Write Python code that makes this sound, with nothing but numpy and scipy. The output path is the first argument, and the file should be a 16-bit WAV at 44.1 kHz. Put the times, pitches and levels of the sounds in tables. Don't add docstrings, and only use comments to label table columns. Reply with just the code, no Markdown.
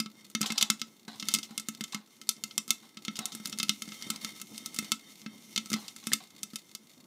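import sys
import numpy as np
from scipy import signal
from scipy.fft import rfft, irfft
from scipy.io import wavfile
from scipy.ndimage import uniform_filter1d

SR = 44100
rng = np.random.default_rng(int(sys.argv[2]) if len(sys.argv) > 2 else 0)


def wav_out(sig):
    wavfile.write(sys.argv[1], SR, np.round(np.clip(np.atleast_2d(sig).T, -1, 1) * 32767).astype(np.int16))


N = 311342
LENGTH = 8192
AGE = np.arange(LENGTH) / SR

# freq_hz, level_db, t60_s
POT_MODES = [(1314.5, 2, 0.058), (2128.5, 2, 0.07), (2627, -7.5, 0.086), (2867, -12, 0.034),
             (3076, -6, 0.046), (3347, -8, 0.049), (3592, -6, 0.05), (3711, -7.5, 0.071),
             (4166, -1.5, 0.018), (4400, -5.5, 0.048), (4920, -1.5, 0.032), (5740, -15, 0.046),
             (5726, -10, 0.079), (6380, -5.5, 0.043), (7490, -5, 0.021)]
# freq_hz, level_db, t60_s
LID_MODES = [(172.6, -17.5, 0.19), (217.4, -1.5, 0.14), (225.5, -25, 0.17), (280.6, -15, 0.2),
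             (367, -26.5, 0.029)]
# start_s, level_db, clatter_t60_s
NUDGES = [(.428, -43, 0.27), (.495, -41, 0.083), (.554, -41, 0.048), (.605, -50.5, 0.37),
          (1.075, -49, 0.18), (1.13, -53, .12), (1.49, -59, 0.34), (1.93, -50, 0.28), (2.692, -53, 0.091),
          (2.828, -57.5, .1), (3.176, -50, 0.52), (4.119, -54.5, 0.24), (5.755, -51, 0.31),
          (5.82, -56, .15), (6.027, -54, .06), (6.2, -54.5, 0.13)]

BURST_T60_S = 0.024
SNAP_SHARE = 0.12
REF_HISS_DB = -56.5


def undb(db):
    return 10 ** (np.asarray(db) / 20)


def unit(x):
    return x / np.sqrt(np.mean(x ** 2))


def fade(t_s, t60_s):
    return np.exp(-np.log(1000) * t_s / np.maximum(t60_s, 1e-3))


def db_at(freq_hz, points):
    point_hz, gain_db = np.transpose(points)
    return np.interp(np.log(np.maximum(freq_hz, 1)), np.log(point_hz), gain_db)


def colour(x, *spectra, size=2048):
    freq_hz = np.fft.rfftfreq(size, 1 / SR)
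    gain_db = sum(db_at(freq_hz, s) for s in spectra)
    cepstrum = irfft(np.log(undb(gain_db)))
    cepstrum[1:size // 2] *= 2
    cepstrum[size // 2 + 1:] = 0
    impulse = irfft(np.exp(rfft(cepstrum)))
    return signal.fftconvolve(x, impulse)[:len(x)]


def ring(modes, scatter_db, detune, blow=((1, 0), (2, 0)), flip=True):
    freq_hz, level_db, t60_s = np.transpose(modes)
    size, shift, side = rng.standard_normal((len(freq_hz), 3)).T
    sign = np.where(flip, np.sign(side), 1)
    gain = sign * undb(level_db + scatter_db * size + db_at(freq_hz, blow))
    shifted_hz = freq_hz * (1 + detune * shift)
    sines = np.sin(2 * np.pi * np.outer(shifted_hz, AGE))
    return gain @ (sines * fade(AGE, t60_s[:, None]))


def resonate(x, modes):
    return unit(signal.fftconvolve(x, ring(modes, 0, 0, flip=False))[:N])


def walk(rate_hz):
    step = int(SR / rate_hz)
    steps = np.repeat(rng.standard_normal(N // step + 1), step)
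    return unit(uniform_filter1d(steps, step)[:N])


def grains(per_s, spread_db):
    size = undb(spread_db * np.minimum(rng.exponential(size=N), 3))
    clicks = size * rng.choice([-1, 1], N)
    return unit(clicks * (rng.random(N) < per_s / SR))


def add(out, start_s, x):
    i = max(int(start_s * SR), 0)
    out[i:i + len(x)] += x[:N - i]


def burst(t60_s, snap, swing_hz=5200, swing_t60_s=.0007):
    snap = np.clip(snap, 0, 1)
    swing = np.cos(2 * np.pi * swing_hz * AGE) * fade(AGE, swing_t60_s)
    rush = rng.standard_normal(LENGTH) * fade(AGE, t60_s)
    x = np.sqrt(snap) * unit(swing) + np.sqrt(1 - snap) * unit(rush)
    return unit(x) * np.sqrt(.008 / AGE[-1])


def burner():
    spectrum = [(30, -9), (150, 2.0), (350, 2.5), (600, -8.5),
                (1100, -10.0), (2000, -16), (6000, -22.0), (15000, -18.5)]
    return unit(colour(rng.standard_normal(N), spectrum))


def rumble(lid_db=-2, heave_db=3.5):
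    # freq_hz, gain_db
    rumble_spectrum = [(25, -47), (60, -24), (100, 4), (150, -3.5), (230, 0.5), (300, -2.5), (450, -15),
                       (700, -18.5), (1100, -20), (2000, -41)]
    wall = unit(colour(rng.standard_normal(N), rumble_spectrum))
    bumps = grains(per_s=30, spread_db=3)
    lid = resonate(colour(bumps, rumble_spectrum), LID_MODES)
    return wall * undb(heave_db * walk(22)) + undb(lid_db) * lid


def oil(tick_t60_s=0.032, ring_db=-11):
    spits = unit(grains(per_s=30, spread_db=3) * undb(1.5 * walk(6)))
    ticks = signal.fftconvolve(spits, burst(tick_t60_s, 0.063))[:N]
    ticks = colour(ticks, [(300, -21), (1500, -10.5), (4000, 3), (7000, -4.5), (15000, -9.5)])
    return unit(ticks) + undb(ring_db) * resonate(ticks, POT_MODES)


def hissing(ring_db=-1, flutter_db=2.5, fizz_db=-2):
    # freq_hz, gain_db
    hiss_spectrum = [(500, -47), (1300, -15.5), (2400, -3.5), (3600, 0.5), (4900, -2), (6000, 6),
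                     (7600, -2), (10300, -3.5), (12000, -4), (15000, -8.5)]
    # freq_hz, level_db, t60_s
    vent_modes = [(1305, -12, 0.14), (2133, 5.5, 0.045), (2640, -16, 0.048), (3186, 3.5, 0.031),
                  (3650, 4, 0.048), (4530, 3, 0.02), (5730, 7.5, 0.012), (6200, -5, 0.021),
                  (9060, -1, 0.01), (10300, -2, 0.0039)]
    fizz = grains(per_s=900, spread_db=3)
    jet = rng.standard_normal(N) + undb(fizz_db) * fizz
    fits = undb(2.5 * walk(12))
    hiss = unit(colour(jet, hiss_spectrum)) + undb(ring_db) * resonate(jet * fits, vent_modes)
    return hiss / np.sqrt(2) * undb(flutter_db * walk(28))


def tumble(level_db=-0.5, rise_s=0.019, t60_s=0.34):
    # freq_hz, gain_db
    rub_spectrum = [(300, -10), (800, 2), (2000, -4), (3800, 5), (6000, -2), (9000, -9), (15000, -21)]
    t = np.arange(N) / SR
    motion = np.zeros(N)
    for start_s, nudge_db, _ in NUDGES:
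        age_s = np.maximum(t - start_s, 0)
        rise = 1 - np.exp(-age_s / rise_s)
        motion += undb(nudge_db + level_db) * rise * fade(age_s, t60_s)
    rubs = grains(per_s=500, spread_db=4)
    rustle = signal.fftconvolve(rubs, burst(0.011, .1))[:N]
    return motion * unit(colour(rustle, rub_spectrum))


def rattle(level_db=-6.0, grate_db=-5, bars=3):
    # freq_hz, level_db, t60_s
    grate_modes = [(705, -8, 0.11), (795, 6, 0.078), (890, -7, 0.035), (1010, 3.5, 0.035),
                   (1087, 12.5, 0.032), (1510, 5.5, .03), (1800, -1, .04), (1910, -4, 0.086),
                   (2430, 4, 0.026), (3560, 4, 0.038), (4050, 14, 0.032), (4500, 1, .03)]
    tick_spectrum = [(300, -13), (800, 10), (2000, 6), (4000, 11), (7000, -6), (11000, -11)]
    out = np.zeros(N)
    for start_s, nudge_db, t60_s in NUDGES:
        for _ in range(bars):
            touches = rng.random(LENGTH) < 150 / SR
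            contacts = touches * rng.uniform(-1, 1, LENGTH) * fade(AGE, t60_s)
            tick = colour(burst(.02, .1), tick_spectrum)
            knock = ring(grate_modes, scatter_db=2.5, detune=.035)
            knock = undb(grate_db) * colour(knock, [(400, 9), (700, 3.0)]) + tick
            add(out, start_s, undb(nudge_db + level_db) * signal.fftconvolve(contacts, knock))
    return out


def clack(start_s=6.1185, level_db=-25):
    out = np.zeros(N)
    # freq_hz, level_db, t60_s
    rim_modes = [(1750, 5, 0.011), (2040, -1, .014), (2970, -6, .012), (4000, -5, .012)]
    add(out, start_s, undb(level_db) * ring(rim_modes, scatter_db=1, detune=0))
    return out


def pop(level_db, treble_db, thump_db, t60_s, snap, crack_db=-1, pot_db=-1.5, lid_db=0, body_db=-13):
    # freq_hz, gain_db
    crack_spectrum = [(40, 22), (130, -8), (350, -1), (650, -17), (1100, 7.5), (1800, 4), (2800, 5.5),
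                      (4500, 4), (7000, 10), (10000, 8.5), (15000, 0.5)]
    ring_db = -7 + 0.53 * (thump_db - level_db) - 0.08 * treble_db
    tilt_db = treble_db + 7.5
    blow = [(850, body_db), (1300, ring_db), (1900, ring_db + 0.5),
            (3200, -0.097 * tilt_db), (5600, 0.16 * tilt_db), (9500, treble_db)]
    crack = colour(burst(t60_s, snap), crack_spectrum, blow)
    pot = ring(POT_MODES, scatter_db=2.5, detune=.005, blow=blow)
    lid = ring(LID_MODES, scatter_db=.5, detune=.024, flip=False)
    pot = colour(pot, [(700, -14.5), (1200, 0)])
    hull_and_pot = undb(crack_db) * crack + undb(pot_db) * pot
    return undb(level_db) * hull_and_pot + undb(thump_db + lid_db) * lid


def small_pops(hiss_db, treble_db=-9, thump_db=-2, per_hiss=1.0):
    slot_s = 1 / 6
    median_db, spread_db = -56.5, 7
    out = np.zeros(N)
    for slot_start_s in np.arange(0, N / SR - slot_s, slot_s):
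        start_s = slot_start_s + rng.random() * slot_s
        hiss_gain_db = per_hiss * (hiss_db[int(start_s * SR)] - REF_HISS_DB)
        level_db = median_db + hiss_gain_db + spread_db * rng.standard_normal()
        add(out, start_s, pop(level_db, treble_db, level_db + thump_db, BURST_T60_S, SNAP_SHARE))
    return out


def kernels():
    # start_s, level_db, treble_db (re level), thump_db
    pops = [(.001, -29.5, -8.5, -27.5), (0.06, -42, -24, -37), (.300, -56.5, 2.5, -61),
            (.350, -26.5, -15, -27.5), (0.4148, -30.5, -2, -32), (.429, -33, -16, -34),
            (.503, -32.5, -20, -30), (0.521, -33.5, -9, -35.5), (.626, -20, -9, -33.5),
            (.701, -22, -6.5, -28), (.816, -32.5, -12.5, -36), (1.2258, -36, -20, -36.5),
            (1.286, -29, -4.5, -36.5), (1.339, -24, -2, -34.5), (1.348, -26.5, -6.5, -36.5),
            (1.3868, -37, -8, -36.5), (1.578, -31, -5.5, -41), (1.598, -41.5, -1, -48),
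            (1.686, -36, -1.5, -31), (1.809, -37, -8.5, -31.5), (1.839, -34.5, -11.5, -43),
            (1.946, -32.5, -11.5, -31), (2.215, -47, -7, -49.5), (2.291, -24, -3, -44),
            (2.438, -35, -4, -40), (2.51, -42, -29, -63), (2.579, -26.5, -4.5, -36), (2.679, -49.5, 3, -43),
            (2.7055, -23.5, -2.5, -36.5), (2.971, -41, -19, -42), (3.050, -37.5, -10.5, -55),
            (3.0815, -33.5, -24, -28.5), (3.190, -35, -3.5, -33.5), (3.256, -36, 1.5, -46),
            (3.350, -46, 4.5, -38.5), (3.457, -34.5, -5, -38.5), (3.473, -44.5, 2, -55),
            (3.497, -47, -1, -54), (3.527, -35, -19, -43), (3.587, -37.5, -1, -45), (3.5998, -27, -17, -35),
            (3.630, -28, -8, -32.5), (3.6936, -21.5, -12, -29.5), (3.821, -35, -7.5, -42.5),
            (3.920, -41, -21, -44), (4.024, -39.5, -11.5, -53), (4.102, -29.5, -4, -32),
            (4.4152, -40, -2, -47), (4.579, -43, -2, -56), (4.66, -38, -0.5, -47), (4.7445, -47.5, 4, -52),
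            (4.763, -43.5, -3, -47), (4.788, -31, -2, -29), (4.919, -23, -9, -31.5),
            (5.262, -42.5, -25, -32), (5.5611, -28.5, -13.5, -40), (5.577, -25.5, -16, -33),
            (5.659, -47.5, -3.5, -50), (5.702, -41.5, -2, -39), (5.731, -32.5, -6, -33),
            (5.739, -28.5, -13.5, -25), (5.963, -47, -4, -50), (6.070, -34.5, -3, -31),
            (6.126, -34.5, -16, -34), (6.1334, -22, -3.5, -32.5), (6.432, -38, 1.5, -43),
            (6.558, -36.5, -3, -45.5), (6.750, -40, -5, -49.5)]
    # start_s, level_db, t60_s
    spurts = [(.460, -29.5, 0.11), (.5794, -23.5, 0.051), (.611, -22.5, 0.051), (.795, -46, 0.076),
              (1.198, -36, 0.065), (1.314, -38.5, 0.14), (1.430, -37, 0.1), (1.923, -39.5, .08),
              (2.69, -43.5, 0.078), (3.156, -38.5, 0.065), (3.167, -38, 0.047), (3.320, -39, 0.16),
              (5.881, -37.5, 0.044)]
    # start_s, thump_db
    thuds = [(.409, -25.5), (1.08, -37), (1.366, -35.5), (1.508, -40), (3.112, -43), (3.40, -38),
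             (3.877, -36.5), (4.067, -38), (4.826, -35), (5.717, -27), (6.1179, -33.5), (6.534, -37)]
    strong_db, slowing = -28, 0.14
    snap_per_treble = 0.69
    out = np.zeros(N)
    for start_s, level_db, treble_db, thump_db in pops:
        t60_s = BURST_T60_S * undb(slowing * (strong_db - level_db))
        snap = SNAP_SHARE * undb(snap_per_treble * treble_db)
        add(out, start_s, pop(level_db, treble_db, thump_db, t60_s, snap))
    for start_s, level_db, t60_s in spurts:
        add(out, start_s, pop(level_db, -13, level_db - 23, t60_s, snap=0))
    for start_s, thump_db in thuds:
        rustle_db = thump_db - 16
        add(out, start_s, pop(rustle_db, -4.5, thump_db, t60_s=0.069, snap=0))
    return out


def kitchen(x, level_db=-17, t60_s=0.16, rise_s=0.0087):
    t = np.arange(SR // 2) / SR
    tail = rng.standard_normal(len(t)) * fade(t, t60_s) * (1 - np.exp(-t / rise_s))
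    tail = colour(tail, [(200, -9.0), (1000, 5), (2200, 2.5), (4000, -0.5), (8000, 0.0), (15000, -4)])
    return x + undb(level_db) * signal.fftconvolve(x, tail / np.linalg.norm(tail))[:N]


def scene(hiss_trim_db=2.0, rumble_db=-60, oil_db=-60.5, burner_db=-66):
    # time_s, hiss_db (before trim)
    hiss_levels = [(0.85, -65), (1.09, -68.5), (1.28, -46.5), (1.56, -65.5), (1.85, -60), (2.01, -69.5),
                   (2.23, -65.5), (2.51, -58), (2.96, -66.5), (3.41, -55), (4.29, -49), (4.48, -56),
                   (4.88, -53), (5.09, -60), (5.74, -54), (6.06, -56.5), (6.23, -62), (7.06, -67)]
    hiss_db = np.interp(np.arange(N) / SR, *np.transpose(hiss_levels))
    stir_db = rumble_db + 0.57 * (hiss_db - REF_HISS_DB)
    spit_db = oil_db + 0.44 * (hiss_db - REF_HISS_DB)
    bed = undb(burner_db) * burner() + undb(stir_db) * rumble()
    bed += undb(spit_db) * oil() + undb(hiss_db + hiss_trim_db) * hissing()
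    pot_moves = tumble() + rattle()
    corn = clack() + small_pops(hiss_db) + kernels()
    return kitchen(bed + pot_moves + corn)[None]


def record(dry):
    thin = colour(dry[0], [(25, -28), (60, -19.5), (100, -16), (150, -2.5), (200, 0)])
    rounded = .8 * np.tanh(thin / .8)
    top_hz = 15400
    low_pass = signal.ellip(8, .2, 70, top_hz, fs=SR, output="sos")
    return signal.sosfilt(low_pass, rounded)[None]


dry = scene()
out = record(dry)
wav_out(out)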